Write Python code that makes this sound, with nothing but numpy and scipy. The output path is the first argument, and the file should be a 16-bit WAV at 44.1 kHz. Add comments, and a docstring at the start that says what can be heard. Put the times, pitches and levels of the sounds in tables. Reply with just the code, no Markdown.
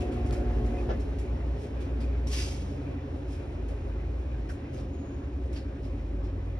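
"""Washing machine coasting down, with shoe scuffs

A top-loader spins on a concrete floor: steady motor lines cut out with a clack, then the tub's rotation orders
slide down through panel resonances. Gliding tones make a deep boom and drone; shaped noise makes rumble and wash.
Hollow throbs recur once a turn; soft noise puffs, drips and thin squeals come and go. Noise strokes with sole
resonances scuff the gritty floor, once in a long slide."""
import sys
import numpy as np
from scipy import signal
from scipy.fft import rfft, irfft
from scipy.io import wavfile

SR = 44100
rng = np.random.default_rng(int(sys.argv[2]) if len(sys.argv) > 2 else 0)


def persist_wave(psi):
    """Save psi, clipped to +-1, as 16-bit WAV."""
    counts = np.round(np.clip(psi, -1, 1) * 32767).astype(np.int16)
    wavfile.write(sys.argv[1], SR, np.atleast_2d(counts).T)


N = 290619
TIME = np.arange(N) / SR
FREQS = np.maximum(np.arange(N // 2 + 1) * SR / N, 1)

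SPIN_TURNS_PER_S = 12.66
MOTOR_OFF_S = 0.914
RUB_HZ = 280

# likeness of the two microphone ports: freq_hz, likeness (0 to 1)
LIKENESS = [(60, 0.99), (170, 0.97), (270, 0.83), (430, 0.4), (680, 0.061), (1150, 0.65), (1600, 0.37),
            (2100, 0.53), (3000, 0.31), (5500, 0.85), (9000, 0.9), (10000, 0.89)]
# phase by which the left port leads: freq_hz, lead_rad
LEAD = [(60, 0), (300, -.15), (560, 0), (750, 2.2), (1100, 1.8), (1750, .2), (2300, 2.2), (2900, 2.4),
        (4000, 1.0), (4600, 1.8), (5400, .5), (7500, 3.1), (9800, 6.2), (11000, 6.3), (12500, 8.8)]


def from_db(db):
    """Decibels to gain."""
    return np.exp(np.asarray(db) * (np.log(10) / 20))


def rms_one(x):
    """Scale to unit power."""
    return x / np.sqrt(np.mean(x ** 2) + 1e-20)


def at_hz(points, hz):
    """Read a spectrum on a log-frequency axis."""
    freq_hz, value = np.transpose(points)
    return np.interp(np.log(hz), np.log(freq_hz), value)


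def drift(rate_hz):
    """Slow random wander of rms 1: two-pole low-passed noise, computed every 100 samples."""
    r = np.exp(-200 * np.pi * rate_hz / SR)
    white = rng.standard_normal(N // 100 + 1002)
    slow = signal.lfilter([1], [1, -2 * r, r * r], white)[1000:]  # drop the filter's start-up
    return np.interp(np.arange(N) / 100, np.arange(len(slow)), rms_one(slow))


def noise(spectrum, grain_db=0):
    """Coloured noise of rms 1 at the two ports; grain_db roughens its level."""
    white = rng.standard_normal((2, N)) * from_db(grain_db * drift(150))
    mid, side = rfft(white) * from_db(at_hz(spectrum, FREQS))
    alike, lead_rad = np.clip(at_hz(LIKENESS, FREQS), 0, 1), at_hz(LEAD, FREQS)
    sign = np.array([[1], [-1]])
    ports = np.sqrt(1 + alike) * mid + sign * np.sqrt(1 - alike) * side
    ports = ports * np.exp(.5j * sign * lead_rad)
    return rms_one(irfft(ports, N))


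def tone(cycles, hz, scatter_cycles=1):
    """Sine of rms 1 on a running cycle count, with the port lead near hz and a random start phase."""
    lead_rad = at_hz(LEAD, hz) * at_hz(LIKENESS, hz) * np.array([[.5], [-.5]])
    angle_rad = 2 * np.pi * ((cycles + scatter_cycles * rng.random()) % 1) + lead_rad
    return np.sqrt(2) * np.sin(angle_rad.astype(np.float32))


def burst(start_s, rise_s, t60_s, hold_s=0):
    """Envelope: linear rise, hold, exponential decay, ended 1.5 t60 after the hold."""
    out = np.zeros(N)
    end_s = start_s + rise_s + hold_s + 1.5 * t60_s
    span = slice(max(round(start_s * SR), 0), round(end_s * SR))
    age_s = TIME[span] - start_s
    decay_db = -60 * np.maximum(age_s - rise_s - hold_s, 0) / t60_s
    out[span] = np.clip(age_s / rise_s, 0, 1) * from_db(decay_db)
    return out


def swell(crest_s, length_s):
    """Smooth arch of height 1."""
    return np.cos(np.pi * np.clip((TIME - crest_s) / length_s, -.5, .5))


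def band(x, hz, q):
    """One resonance, gain 1 at its centre."""
    return signal.lfilter(*signal.iirpeak(hz, q, fs=SR), x)


def near_walls(x, echo_db=-5, t60_s=.05):
    """Floor, wall and cabinet return a short, decaying cluster of bright echoes."""
    age_s = np.arange(SR // 12) / SR
    echoes = rng.standard_normal((2, len(age_s))) * from_db(-60 * age_s / t60_s) * (age_s > .002)
    highpass = signal.butter(2, 900, "high", fs=SR, output="sos")
    echoes = signal.sosfilt(highpass, echoes)
    echoes = echoes / np.linalg.norm(echoes, axis=1, keepdims=True)
    return x + from_db(echo_db) * signal.fftconvolve(x, echoes, axes=1)[:, :N]


def tub_speed():
    """Turns per second: steady until the motor cuts out, then friction slows it exponentially."""
    coast_s = 26.0  # time constant
    return SPIN_TURNS_PER_S * np.exp(-np.maximum(TIME - MOTOR_OFF_S, 0) / coast_s)


def power():
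    """1 while the motor drives, fading linearly to 0 from the cut."""
    fade_s = 0.062
    return np.clip((MOTOR_OFF_S - TIME) / fade_s + 1, 0, 1)


def running_level(law, speed):
    """Level in dB that grows with the log of the speed and with the motor's drive."""
    full_db, drive_db, exponent = law
    return full_db + drive_db * power() + exponent * 20 * np.log10(speed / SPIN_TURNS_PER_S)


def tub(speed, waver_db=6.0, bearing_waver_db=3.5, scatter_cycles=0.64):
    """Orders slide with the speed and swell across panel resonances; partly aligned upper ones throb each turn."""
    # strong low orders of the unbalanced tub, before waver and lift: order, level_db (rms)
    orders = [(3, -57), (5, -46), (6, -64.5), (7, -43.5), (8, -51), (9, -52), (10, -54), (11, -53),
              (12, -54.5), (13, -61), (16, -60)]
    # upper orders from bearing and belt, each before the offset below: freq_hz, level_db (rms)
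    bearing = [(170, -64), (230, -60), (290, -58), (400, -65), (480, -74), (560, -65.5), (680, -99)]
    # offset of the upper orders as the tub runs more or less out of true: time_s, offset_db
    upper_offset = [(0, 4.5), (1.2, -0.5), (1.8, -1), (2.9, -4), (3.9, -3.5), (4.9, 1), (5.8, -0.5),
                    (6.6, -3)]
    # cabinet panels that lift a passing order: centre_hz, width_hz, lift_db
    panels = [(60.22, 2.5, 14.5), (63.2, 3.4, 10), (82.7, 7.4, 4), (131.2, 7.4, 5)]
    turns, out = np.cumsum(speed) / SR, np.zeros((2, N))
    shake_turns = .004 * drift(6)  # the load rocks the tub, smearing the high orders
    strong = {round(order): db for order, db in orders}
    upper_db = np.interp(TIME, *np.transpose(upper_offset))
    for order in range(3, 62):
        hz = order * speed
        if order in strong:
            level_db = strong[order] + waver_db * min(order / 20, 1) * drift(5)
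            scatter = 1
        elif order > 13:
            level_db = at_hz(bearing, hz) + upper_db + bearing_waver_db * drift(5)
            scatter = scatter_cycles
        else:
            continue
        lift_db = sum(db / (1 + ((hz - centre_hz) / (width_hz / 2)) ** 2)
                      for centre_hz, width_hz, db in panels)
        cycles = order * (turns + shake_turns)
        out += from_db(level_db + lift_db) * tone(cycles, hz.mean(), scatter)
    return out


def throb(speed, at_turn, hz, width_s, wander_cycles=.12):
    """Hollow hum swelling at one place in every turn, earlier in the turn under power."""
    slip_turns = .38
    turns = np.cumsum(speed) / SR - at_turn + slip_turns * power()
    from_contact_s = ((turns + .5) % 1 - .5) / speed
    arch = np.exp(-.5 * (from_contact_s / width_s) ** 2)
    arch = arch * np.minimum(8 * np.cos(np.pi * turns) ** 2, 1)  # closes between contacts
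    cycles = hz * from_contact_s + wander_cycles * hz / RUB_HZ * drift(10.1)
    return arch * tone(cycles, hz)


def panel_rub(speed, uneven_db=1.5, brush_uneven_db=2.5):
    """Once a turn the tub rubs one side panel and brushes others, each with its own pitch."""
    # how hard it rubs: time_s, crest_db (rms, before unevenness)
    rub_level = [(0, -40), (.85, -46.5), (1.05, -37), (1.3, -46.5), (1.78, -39), (2.05, -40), (2.5, -43.5),
                 (2.75, -34.5), (3.2, -38.5), (3.5, -42.5), (4.15, -55), (4.4, -43), (4.95, -40.5),
                 (5.55, -42.5), (5.8, -37.5), (6.2, -41), (6.59, -47)]
    # brushes at full speed, motor off: place_turns, pitch_hz, half_length_s, crest_db (rms), speed_exponent
    brushes = [(.72, 415, .015, -44, 7), (.92, 366, .022, -47.5, 2.5), (.14, 545, .019, -53, 1),
               (.92, 705, .018, -58, 4)]
    level_db = np.interp(TIME, *np.transpose(rub_level)) + uneven_db * drift(6.2)
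    out = from_db(level_db) * throb(speed, at_turn=.55, hz=RUB_HZ, width_s=.015)
    for at_turn, hz, width_s, db, exponent in brushes:
        level_db = running_level((db, 0, exponent), speed) + brush_uneven_db * drift(4)
        drive_gain = 1 - .6 * power()  # brushes are weaker under power
        out = out + from_db(level_db) * drive_gain * throb(speed, at_turn, hz, width_s)
    return out


def booms(waver_hz=0.39):
    """Deep gliding tones swell and fade, wavering a little in pitch."""
    # deep wandering boom: time_s, pitch_hz, level_db (rms)
    boom_curve = [(0, 50.4, -45), (.25, 51.1, -35), (.55, 51.64, -28), (1.0, 51.4, -35),
                  (1.35, 53.86, -35.5), (1.65, 61, -32), (1.9, 55.6, -63), (3.05, 58.8, -58),
                  (3.28, 57.3, -38), (3.45, 55, -45), (3.57, 53.26, -34), (3.95, 52.73, -34.5),
                  (4.12, 58.7, -31.5), (4.3, 64.1, -34), (4.42, 53.4, -34), (4.55, 51.8, -41),
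                  (4.7, 54.7, -59), (4.82, 54.75, -36), (4.98, 52.6, -39), (5.12, 59, -64),
                  (5.25, 66.6, -40.5), (5.43, 63, -31.5), (5.75, 58.7, -39.5), (5.92, 51.64, -37.5),
                  (6.24, 51.5, -32.5), (6.38, 51, -39), (6.55, 52.7, -37.5)]
    # higher drone that grows as the tub slows: time_s, pitch_hz, level_db (rms)
    drone_curve = [(4.5, 84.8, -68), (5.2, 85.5, -52.5), (5.95, 91.7, -53), (6.25, 94.5, -41.5),
                   (6.59, 92, -37.5)]
    out = 0
    for curve in (boom_curve, drone_curve):
        time_s, pitch_hz, level_db = np.transpose(curve)
        hz = np.interp(TIME, time_s, pitch_hz) + waver_hz * drift(2.66)
        gain = from_db(np.interp(TIME, time_s, level_db))
        out = out + gain * tone(np.cumsum(hz) / SR, pitch_hz.mean())
    return out


def motor(waver_db=1.1, wobble_cycles=.022):
    """Mains hum and rotor whine last until the cut; higher lines are less steady and sag just before it."""
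    # motor under power, before waver: freq_hz, level_db (rms)
    motor_lines = [(120, -44), (240.2, -41), (360.3, -42.8), (423.5, -51), (541, -56), (723.4, -49.3),
                   (843.5, -66), (1083, -66), (1706, -72)]
    sag_s, sag_db = 0.11, 12
    out, sag = 0, np.clip(1 - (MOTOR_OFF_S - TIME) / sag_s, 0, 1)
    for hz, db in motor_lines:
        unrest = hz / motor_lines[1][0]
        wobble = wobble_cycles * unrest * drift(16)
        level_db = db + min(unrest, 2) * waver_db * drift(24)
        level_db = level_db - sag_db * sag * (unrest > 2)
        out = out + from_db(level_db) * tone(hz * TIME + wobble, hz)
    return power() * out


def gurgle(x, depth_db=2.6, rate_hz=7, q=11):
    """Sloshing water makes narrow hollows in the wash bloom and close independently."""
    # hollows opened by the water: centre_hz
    hollows_hz = (1090, 1380, 1604, 2000, 2410)
    return x + sum(band(x, hz, q) * (from_db(depth_db * drift(rate_hz)) - 1) for hz in hollows_hz)


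def running(speed, swing_db=0.2, flutter_db=1.3, lump_db=2.6):
    """Lumpy cabinet rumble and a wash of air and water, both noise, swing slightly once a turn."""
    # rumble colour: freq_hz, relative_db (per Hz)
    rumble_spectrum = [(25, -8), (40, -8), (55, 20), (80, 19.5), (120, 12), (160, 6), (190, -1),
                       (235, 11.5), (280, 7.5), (330, 10.5), (400, 7), (480, 4.5), (570, 5.5), (650, 0),
                       (720, -3), (1100, -40)]
    # wash colour: freq_hz, relative_db (per Hz)
    wash_spectrum = [(400, 6), (800, 16.5), (1100, 9.5), (1600, 5), (2500, 4), (3300, -2.5), (4500, -8),
                     (5800, -10), (7300, -14), (10000, -26.5), (11300, -39), (12300, -51)]
    # narrow resonances added to the wash: freq_hz, q, gain_db
    wash_resonances = [(1566, 52, -10), (2430, 59, -7), (5640, 22, -19)]
    # rumble level: full_speed_db, drive_db, speed_exponent
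    rumble_law = (-39, 3.1, 3.04)
    # wash level: full_speed_db, drive_db, speed_exponent
    wash_law = (-49.5, 2.34, 2.35)
    swing = swing_db * np.sin(2 * np.pi * np.cumsum(speed) / SR)

    rumble = noise(rumble_spectrum)
    for hz in (240, 390, 560):  # each cabinet hollow swells on its own
        rumble = rumble + band(rumble, hz, 6.9) * (from_db(lump_db * drift(9.4)) - 1)

    wash = noise(wash_spectrum, grain_db=0.5)
    wash = rms_one(wash + sum(from_db(db) * band(wash, hz, q) for hz, q, db in wash_resonances))
    wash = rms_one(gurgle(wash))
    # the top of the hiss comes and goes
    wash = wash + band(wash, 9500, 2.5) * (from_db(2.2 * drift(4)) - 1)

    rumble_db = running_level(rumble_law, speed) + swing + flutter_db * drift(14.5)
    wash_db = running_level(wash_law, speed) + .5 * swing + .5 * drift(10)
    return from_db(rumble_db) * rms_one(rumble) + from_db(wash_db) * wash


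def shoes(sole_db=5, sole_q=8):
    """Soles scrape the concrete, each stroke with its own resonance, and grind fine grit over it."""
    # strokes, before resonance and echoes: start_s, rise_s, scrape_db, grit_db, sole_hz
    scuffs = [(0.0, 0.0081, -51, -57, 2587), (.11, 0.014, -57, -61, 2560), (.255, 0.008, -61, -60, 5370),
              (.322, 0.0042, -53, -52.5, 5100), (.635, 0.03, -60, -61, 2190), (.77, 0.01, -73, -73, 2480),
              (.994, 0.0089, -59, -60.5, 5500), (1.184, 0.0039, -69, -57, 5400),
              (1.55, 0.087, -59, -62.5, 5370), (1.799, 0.011, -55, -60, 2406),
              (2.001, 0.0086, -54, -59, 4800), (2.267, 0.005, -51.5, -50.5, 5500),
              (2.69, .01, -61, -69, 5550), (3.26, 0.071, -58.5, -60, 5543),
              (3.68, 0.0086, -63, -63.5, 1511), (4.488, 0.005, -57, -55.5, 5800),
              (4.722, 0.019, -60, -61, 6200), (4.765, 0.016, -59, -67, 5640),
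              (5.524, 0.009, -56.5, -60, 5485), (5.555, 0.0096, -52.5, -63.5, 4400),
              (5.81, 0.042, -62.5, -68, 5255), (6.22, 0.027, -63, -71, 5340)]
    # scrape colour: freq_hz, relative_db (per Hz)
    scrape_spectrum = [(700, 15), (1400, 13), (2600, 16.5), (3600, 11.5), (5000, 10), (6000, 5.5),
                       (7300, -12), (10000, -45)]
    # grit colour: freq_hz, relative_db (per Hz)
    grit_spectrum = [(4000, 10.5), (7000, 14.5), (9000, 8.5), (11000, 6), (12200, 1), (14000, -36)]
    base_t60_s, reference_db, drag_s_per_db = 0.24, -51, 0.0039
    scrape, grit = noise(scrape_spectrum, grain_db=1.8), noise(grit_spectrum, grain_db=1.8)
    out = slide()
    for start_s, rise_s, scrape_db, grit_db, hz in scuffs:
        # the lighter the stroke, the longer it drags
        t60_s = max(base_t60_s + drag_s_per_db * (reference_db - scrape_db), rise_s)
        sole = scrape + from_db(sole_db) * band(scrape, hz, sole_q)
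        stroke = from_db(scrape_db) * sole + from_db(grit_db) * grit
        out = out + burst(start_s, rise_s, t60_s) * stroke
    return near_walls(out)


def slide(flare_db=4, grain_db=1.2):
    """One long, rough noise stroke of a sole, whose resonances flare and fade as it grips."""
    # slide colour: freq_hz, relative_db (per Hz)
    slide_spectrum = [(500, -23), (1000, -2), (1500, -3.5), (2300, 4), (2800, 4.5), (4000, 1), (4700, 3),
                      (5200, 5.5), (5650, 5), (6500, 2.5), (7700, -3.5), (10300, -7.5), (12200, -13.5),
                      (14000, -40)]
    # sole resonances, before flaring: freq_hz, q, gain_db
    sole_rings = [(2700, 20, -14), (3250, 40, -16), (4730, 70, -7), (4925, 90, -2), (5650, 18, -12),
                  (6350, 60, -12)]
    hiss = noise(slide_spectrum, grain_db)
    rings = sum(from_db(db + flare_db * drift(9)) * band(hiss, hz, q) for hz, q, db in sole_rings)
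    envelope = burst(start_s=2.293, rise_s=0.043, t60_s=0.72, hold_s=0.066)
    return from_db(-39) * envelope * rms_one(hiss + rings)


def drips(level_db=-63, spread_db=3, t60_s=.05, bend_per_s=1.0, count=24):
    """Small drops fall in the tub at random times, each a short decaying ping of rising pitch."""
    out, age_s = np.zeros((2, N + SR)), np.arange(SR // 10) / SR
    for when, pitch, size, angle in rng.random((count, 4)):
        hz, start = 1400 + 1400 * pitch, int(when * N)
        cycles = hz * age_s * (1 + bend_per_s * age_s)
        ping = np.sin(2 * np.pi * cycles + np.array([[0], [2 * np.pi * angle]]))
        ping_db = level_db + spread_db * (2 * size - 1) - 60 * age_s / t60_s
        out[:, start:start + len(age_s)] += ping * from_db(ping_db)
    return out[:, :N]


def crack(t60_s=.002, q=1.2):
    """Each grain of grit breaks underfoot with a tiny, dry snap: a click through a broad resonance."""
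    # snaps, before echoes: time_s, peak_db, freq_hz
    cracks = [(.3093, -34, 4500), (4.7655, -43, 1900)]
    out = 0
    for start_s, db, hz in cracks:
        spark = burst(start_s, 1 / SR, t60_s)
        spark = spark ** 4 + .3 * spark * rng.standard_normal(N)
        snap = band(band(spark, hz, q), hz, q)
        out = out + from_db(db) * snap / np.abs(snap).max()
    return near_walls(np.tile(out, (2, 1)), echo_db=-9)


def squeal(wobble_hz=30, flicker_db=3.0):
    """Faint whistles swell and fade, roughened by fast pitch wobble and flickering level."""
    # squeals, before flicker: crest_s, length_s, pitch_hz, crest_db (rms)
    squeals = [(0.732, 0.2, 2075, -64), (0.79, 0.025, 2530, -54), (2.033, 0.05, 2440, -56.5),
               (2.284, 0.031, 5650, -54), (4.17, 1, 2490, -76), (5.077, 0.43, 6690, -70.5),
               (5.57, 0.038, 4630, -56), (5.594, 0.049, 5120, -64)]
    wobble = wobble_hz * np.cumsum(drift(150)) / SR
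    out = 0
    for crest_s, length_s, hz, db in squeals:
        gain = from_db(db + flicker_db * drift(21)) * swell(crest_s, length_s)
        out = out + gain * tone(hz * TIME + wobble, hz)
    return out


def clack(ring_db=-5.5, rattle_db=-2.5, rattle_t60_s=0.14):
    """The drive lets go: quick contacts ring the housing's modes and leave a short noise rattle."""
    # contacts: time_s, relative_db
    contacts = [(.8905, -32), (.897, -32), (.904, -29.5), (0.916, -35.5), (0.932, -40)]
    # housing modes: freq_hz, relative_db, t60_s
    housing = [(252, -11, 0.08), (330, -5, 0.05), (423, 4.5, 0.12), (528.6, -2, 0.3), (858, -12, 0.11),
               (1070, -14, 0.06), (1327, -8.5, 0.039), (1522, -8, 0.13), (1718, -14, 0.15),
               (2272, -23, 0.13), (2620, -26, 0.12), (2800, -22, 0.06), (3410, -24, 0.08), (3750, -30, 0.1),
               (3870, -29, 0.06)]
    # rattle colour: freq_hz, relative_db (per Hz)
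    rattle_spectrum = [(200, -9), (400, 4.5), (650, 3), (1000, -10), (1400, -10), (1800, -17), (2150, -21),
                       (3000, -20.5), (4000, -29.5), (6000, -30), (8000, -57)]
    rattle_power = sum((from_db(db) * burst(s, 0.00052, rattle_t60_s)) ** 2 for s, db in contacts)
    out = from_db(rattle_db) * noise(rattle_spectrum) * np.sqrt(rattle_power)
    loudest_db = max(db for hz, db, t60_s in housing)
    for hz, mode_db, t60_s in housing:
        clicks = np.zeros(N)
        for s, db in contacts:
            click_db = db + mode_db - loudest_db + ring_db + rng.normal(0, 1.3)
            clicks[round(s * SR)] = rng.choice([-1, 1]) * from_db(click_db)
        # two-pole resonator; the tiny offset avoids denormals
        r, w = from_db(-60 / (t60_s * SR)), 2 * np.pi * hz / SR
        out = out + signal.lfilter([0, np.sin(w)], [1, -2 * r * np.cos(w), r * r], clicks + 1e-18)
    return near_walls(out)


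def soft_puffs(t60_s=.13, q=2.2):
    """Short, soft puffs of resonant noise, low and mid pitched; the highest is a foot's knock."""
    # puffs: start_s, rise_s, level_db, freq_hz
    puffs = [(1.776, .004, -41, 295), (2.702, .004, -44, 280), (2.757, .003, -48, 570),
             (4.489, 0.011, -45.5, 1540), (5.027, .003, -48, 608), (6.112, .004, -42, 296)]
    body = noise([(200, 0), (8000, -12)])
    out = 0
    for start_s, rise_s, db, hz in puffs:
        hollow = rms_one(band(band(body, hz, q), hz, q))
        out = out + from_db(db) * burst(start_s, rise_s, t60_s) * hollow
    return out


def scene():
    """The machine, the soft puffs and the feet in front of it."""
    speed = tub_speed()
    machine = tub(speed) + panel_rub(speed) + booms() + motor() + running(speed)
    machine = machine + drips() + squeal() + clack()
    return machine + soft_puffs() + shoes() + crack()


def record(dry):
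    """Cut the top steeply with an elliptic low-pass."""
    cutoff_hz = 12150
    return signal.sosfilt(signal.ellip(10, .3, 80, cutoff_hz, fs=SR, output="sos"), dry)


dry = scene()
out = record(dry)
persist_wave(out)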